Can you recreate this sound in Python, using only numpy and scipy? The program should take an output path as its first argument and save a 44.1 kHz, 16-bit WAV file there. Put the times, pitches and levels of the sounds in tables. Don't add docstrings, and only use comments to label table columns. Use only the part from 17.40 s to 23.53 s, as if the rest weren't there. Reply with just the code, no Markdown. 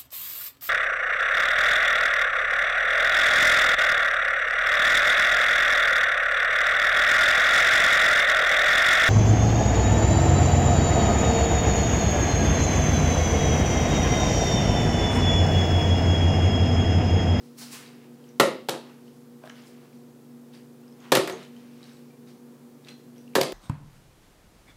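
import sys
import numpy as np
from scipy import signal
from scipy.fft import rfft, irfft, next_fast_len
from scipy.io import wavfile
from scipy.ndimage import uniform_filter1d

SR = 44100
rng = np.random.default_rng(int(sys.argv[2]) if len(sys.argv) > 2 else 0)


def dump_mix(stems):
    frames = np.atleast_2d(stems).T
    limited = np.clip(frames, -1, 1)
    pcm = np.round(limited * 32767).astype(np.int16)
    wavfile.write(sys.argv[1], SR, pcm)


def invert_db(x):
    u = np.asarray(x, float) / 20
    return 10 ** u


N = 270333

# t/s, table thump level/dB, wall buckle level/dB,
# crack level/dB, contact length t/s
LANDINGS = [(0.998, -2.5, -3.5, -5.5, 0.00087), (1.001, -9, -10, -4.5, 0.0024),
            (1.006, -7.5, -12.5, -12.5, 0.0042), (1.286, -21, -25.5, -20.5, 0.0064),
            (1.293, -18, -24.5, -15, 0.0027), (1.338, -28, -30, -55, 0.0031), (1.349, -32, -35, -48, 0.003),
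            (3.719, -9, -9.5, -8, .008), (3.724, -10, -21, -11.5, .0032), (3.751, -13, -12.5, -5.5, .0046),
            (3.758, -14, -12.5, -20, 0.004), (3.77, -8.5, -18, -13.5, 0.0032), (5.952, -12, -11, -14, .008),
            (5.957, -21, -23, -14.5, 0.009), (6.0125, -17.5, -24.5, -11.5, 0.0024),
            (6.121, -34, -38, -28.5, 0.0022), (3.874, -31, -24.5, -26.5, 0.0069),
            (3.896, -25, -28, -29.5, 0.008), (3.93, -27, -41.5, -47.5, 0.0086),
            (6.032, -25.5, -26, -19.5, .0021), (1.0086, -7, -18, -24.5, .003),
            (5.962, -10.5, -21.5, -22, 0.0037), (6.0108, -15, -28, -17, 0.0018),
            (5.982, -11.5, -33, -36, 0.0031)]
# f/Hz, level/dB, time to die by 60 dB t/s
TABLE_MODES = [(150, -16.5, .15), (153, -14.5, 0.11), (193.5, -19, 0.062), (251, -10.5, 0.11),
               (314, -7, 0.033), (342, -2.5, .1), (381, -2.5, 0.14), (426, 1, 0.065), (452, -2, 0.091),
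               (508, 0.5, 0.14), (541.6, -1, 0.13), (580, -8.5, 0.23), (640, -7.5, 0.22), (688, -16, 0.09),
               (694, -4.5, .1), (751, -7.5, 0.11), (827, -10, 0.055), (854, -10, 0.066)]
# f/Hz, level/dB, time to die by 60 dB t/s
WALL_MODES = [(960, -3.5, 0.0069), (1173, 5.5, 0.0044), (1362, -4, 0.015), (1700, -5, 0.01176),
              (1806, -1, 0.008), (2160, -1.5, 0.0042), (2440, -3.5, 0.0038), (2560, -9.5, 0.0045)]
# f/Hz, level/dB
CRACK_COLOUR = [(1470, -36), (2500, -2), (3800, 0.5), (6550, -8.5), (7590, -7.5), (8940, -10.5),
                (15000, -12), (16000, -41.5)]


def landings(room):
    out = np.zeros(N)
    ring_size = SR // 3
    t = np.arange(1024) / SR
    for s, thump_db, wall_db, crack_db, length in LANDINGS:
        push = np.minimum(t / 0.00095, 1) * np.exp(-t / min(length, 0.008))
        rough = rng.standard_normal(1024) * np.abs(rng.standard_normal(1024)) ** 0.5
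        spectrum = rfft(push * rough)
        slips = irfft(spectrum / np.abs(spectrum)) * push ** 0.25
        thump = signal.fftconvolve(ring(TABLE_MODES, ring_size, 1), slips)
        buckle = signal.fftconvolve(ring(WALL_MODES, ring_size // 8, -1.143), slips)
        crack = shaped(np.pad(slips, (256, 256)), CRACK_COLOUR)[256:]
        for part, part_db in ((thump, thump_db), (buckle, wall_db), (crack, crack_db)):
            add(out, s, room(peak(part, part_db)))
    return out


def ring(modes, size, sign):
    hz, db, t60 = (column[:, None] for column in np.transpose(modes))
    t = np.arange(size) / SR
    pitch_luck, level_luck = rng.standard_normal((2, len(modes), 1))
    tone = np.sin(2 * np.pi * hz * (1 + 0.015 * pitch_luck) * t) * 1000 ** (-t / t60)
    strength = invert_db(db + 2.0 * level_luck) * sign ** np.arange(len(modes))[:, None]
    return (strength * tone).sum(axis=0)


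# t/s, peak level/dB, f/Hz, time to die by 60 dB t/s
SHORT_RINGS = [(1.002, -7.5, 2026, .014), (1.288, -14.5, 843, 0.012), (2.039, -34, 633, .028),
               (4.705, -55.5, 2363, 0.061), (5.487, -38.5, 4090, 0.025), (5.488, -46.5, 5780, 0.04),
               (5.491, -41, 3390, 0.026), (5.51, -53, 1980, .05), (5.508, -45.5, 4150, 0.068),
               (5.54, -50, 4050, 0.063), (5.954, -19, 1770, .012), (1.294, -27, 4320, 0.0077),
               (1.006, -8, 537, 0.058), (5.51, -61, 5800, .05), (6.015, -16, 4720, .008),
               (6.015, -18.5, 2150, 0.017)]


def short_rings(room):
    out = np.zeros(N)
    for s, db, hz, t60 in SHORT_RINGS:
        add(out, s, room(tick(db, hz, t60, click_db=-7)))
    return out


# peak t/s, rise t/s, fall t/s, level/dB, brightest f/Hz; rise and fall span 20 dB
HAND_STROKES = [(.05, 0.15, 0.18, -64, 4400), (.46, 0.12, 0.24, -79, 2470), (.89, 0.31, .15, -66, 3020),
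                (1.489, 0.18, .2, -55.5, 1505), (1.67, .06, .35, -67, 4000),
                (2.06, 0.06, 0.21, -52.5, 1100), (2.17, 0.05, 0.34, -56, 2770),
                (2.28, 0.059, 0.07, -61.5, 8000), (2.06, .04, 0.067, -65, 11000),
                (2.46, 0.26, .12, -61, 1490), (2.54, .05, .2, -68.5, 4000), (3.145, 0.032, .13, -56, 3010),
                (3.45, 0.21, .3, -68, 1300), (3.649, 0.093, .3, -51.5, 1490), (4.02, 0.28, 0.1, -51, 2000),
                (4.2, 0.3, 0.7, -62.5, 2520), (4.47, 0.18, .3, -58.5, 3170),
                (4.885, 0.033, .14, -59.5, 3470), (5.069, .15, .4, -67.5, 1000),
                (5.5, 0.084, 0.072, -53, 2500), (5.6, .1, 0.26, -69.5, 3000), (5.769, .04, 0.25, -65, 3030),
                (.63, .05, .12, -65, 2364)]
# peak t/s, rise t/s, fall t/s, level/dB, brightest f/Hz
WATER_SURGES = [
    (.186, 0.016, 0.15, -47, 9000),
    (.222, 0.045, 0.13, -44.5, 5200),
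    (.328, 0.032, 0.15, -44.5, 8100),
    (.348, 0.075, 0.31, -49, 2206),
    (.35, .05, 0.14, -50.5, 4900),
    (.23, .08, .2, -56, 800),
]


def handling():
    out, t = np.zeros(N), np.arange(N) / SR
    strokes = HAND_STROKES + WATER_SURGES
    swells = []
    for s, rise, fall, db, _ in strokes:
        distance = np.maximum((s - t) / rise, (t - s) / fall)
        swells.append(invert_db(db - 20 * distance) ** 2)
    brightest_hz = np.array(strokes)[:, -1]
    layers = [(648, 1410, 0.9), (1480, 3300, 0.9), (3900, 5920, 0.9), (5760, 10500, 0.9),
              (10500, 16500, 0.8)]
    duller_db_oct, brighter_db_oct = 4.5, 8.5
    for lo_hz, hi_hz, grain_db in layers:
        grains = invert_db(grain_db * np.repeat(rng.exponential(size=N // 64 + 1), 64)[:N])
        noise = unit(band(rng.standard_normal(N) * grains, lo_hz, hi_hz))
        octaves = np.log2(np.sqrt(lo_hz * hi_hz) / brightest_hz)
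        loss_db = np.maximum(brighter_db_oct * octaves, -duller_db_oct * octaves)
        share = invert_db(-loss_db) ** 2
        out += noise * np.sqrt(share @ swells)
    return out


# t/s, peak level/dB, f/Hz
CRINKLE_SNAPS = [(2.037, -41.5, 1570), (2.057, -48, 3500), (2.075, -37, 1630), (2.075, -56, 3200),
                 (2.097, -33.5, 3030), (2.1, -31.5, 1680), (2.156, -48, 3420), (2.270, -47, 5120),
                 (2.302, -59, 7600), (4.029, -41, 4170), (4.036, -42, 3800), (4.05, -43, 3050),
                 (4.165, -47, 3100), (4.441, -42, 4370), (4.569, -50, 3840), (5.473, -46, 1490),
                 (5.472, -43.5, 2700), (5.485, -34, 2600), (5.491, -46, 8300)]


def crinkles(room):
    out = np.zeros(N)
    for s, db, hz in CRINKLE_SNAPS:
        add(out, s, room(tick(db, hz, t60=0.02, click_db=2)))
    return out


# t/s, peak level/dB, f/Hz
DROP_TICKS = [(0.462, -41, 3840), (0.477, -43, 4670), (0.841, -49.5, 3060), (0.891, -48.5, 5840),
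              (1.679, -49.5, 3000), (2.222, -53, 6960), (2.529, -54, 2270), (3.137, -47, 3800),
              (3.15, -47.5, 4700), (3.174, -50.5, 4800), (3.437, -57, 2780), (3.480, -50.5, 5070),
              (3.525, -51.5, 5200), (3.525, -56, 3240), (3.602, -53.5, 3300), (3.604, -51, 6500),
              (3.924, -35, 6440), (4.407, -47, 1200), (4.430, -40, 3940), (4.494, -46, 3820),
              (4.515, -50, 1520), (4.533, -50, 7830), (4.874, -53.5, 3824), (5.448, -44.5, 3750),
              (5.761, -52.5, 3220), (5.781, -45.5, 5740), (5.878, -48, 2780), (5.936, -50.5, 2300)]


def drops(room):
    out = np.zeros(N)
    for s, db, hz in DROP_TICKS:
        add(out, s, room(tick(db, hz, t60=0.012, click_db=-9.5)))
    return out


def tick(db, hz, t60, click_db):
    t = np.arange(4096) / SR
    tone = np.minimum(t / 0.0004, 1) * np.sin(2 * np.pi * hz * t) * 1000 ** (-t / t60)
    burst = rng.standard_normal(4096) * np.exp(-t / 0.001)
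    click = peak(band(burst, hz / 1.6, min(hz * 2.2, 15000)), click_db)
    return peak(tone + click, db)


# f/Hz, time to die by 60 dB t/s, echo level/dB
ROOM_ECHOES = [(135, 0.17, -6), (270, 0.51, -5), (510, 0.31, -6), (926, 0.36, -5.5), (1940, 0.31, -8),
               (3760, 0.42, -8), (8100, 0.27, -5), (14200, 0.049, -8.5)]


def hard_walls():
    t = np.arange(2 * SR // 3) / SR
    hz, t60, db = (column[:, None] for column in np.transpose(ROOM_ECHOES))
    noise = np.array([unit(band(rng.standard_normal(SR), f / 1.5, min(f * 1.397, 20000)))
                      for f in hz[:, 0]])
    build_up = np.clip((t - 0.003) / 0.0076, 0, 1)
    fade = invert_db(db - 76.5) * np.sqrt(hz / t60) * 1000 ** (-t / t60) * build_up

    def room(x):
        start = rng.integers(SR - len(t))
        echoes = (noise[:, start:start + len(t)] * fade).sum(axis=0)
        echoes[0] = 1
        return signal.fftconvolve(x, echoes)
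    return room


# f/Hz, level/dB, width f/Hz
FRIDGE_HUM = [(69, -85, 8), (120, -67, 6), (144, -58, 20), (240, -50, 14), (288, -64, 10), (360, -62, 10),
              (480, -61, 10)]
# f/Hz, level/dB
AIR_COLOUR = [(18, -75), (30, -46.5), (70, -33.5), (124, -25), (184, -12.5), (210, -16), (239, -2.5),
              (295, -15.5), (426, -13), (486, -15.5), (632, -23.5), (702, -22.5), (2290, -36),
              (14800, -39.5), (16000, -42.5)]


def background():
    out = unit(shaped(rng.standard_normal(N), AIR_COLOUR)) * invert_db(-54)
    t = np.arange(N) / SR
    for hz, db, width in FRIDGE_HUM:
        k = max(int(SR / width), 2)
        a, b = (unit(uniform_filter1d(uniform_filter1d(rng.standard_normal(N), k), k)) for _ in range(2))
        waver = 1.495 + 0.28 * (a + 1j * b)
        out += invert_db(db - 1.3) * np.imag(waver * np.exp(2j * np.pi * hz * t))
    return out


def shaped(x, points):
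    hz, db = np.transpose(points)
    size = next_fast_len(len(x))
    f = np.maximum(np.arange(size // 2 + 1) * SR / size, 1)
    gain = invert_db(np.interp(np.log(f), np.log(hz), db))
    return irfft(rfft(x, size) * gain, size)[:len(x)]


def unit(x):
    return x / np.sqrt(np.mean(x ** 2))


def band(x, lo_hz, hi_hz):
    return signal.sosfilt(signal.butter(2, [lo_hz, hi_hz], "band", fs=SR, output="sos"), x)


def add(out, s, x):
    i = int(s * SR)
    out[i:i + len(x)] += x[:N - i]


def peak(x, db):
    return x * invert_db(db) / np.abs(x).max()


def scene():
    room = hard_walls()
    no_bass = signal.butter(4, 140, "high", fs=SR, output="sos")
    bottle = landings(room) + short_rings(room) + crinkles(room) + drops(room)
    return (signal.sosfilt(no_bass, bottle) + handling() + background())[None]


def top_cut(x):
    return signal.sosfilt(signal.butter(12, 16810, fs=SR, output="sos"), x)


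def record(dry):
    x = np.tanh(0.9 * dry) / 0.9
    x = signal.sosfilt(signal.butter(2, 55, "high", fs=SR, output="sos"), x)
    x = signal.sosfilt(signal.ellip(7, 0.3, 32, 15750, fs=SR, output="sos"), x)
    return top_cut(x)


dry = scene()
out = record(dry)
dump_mix(out)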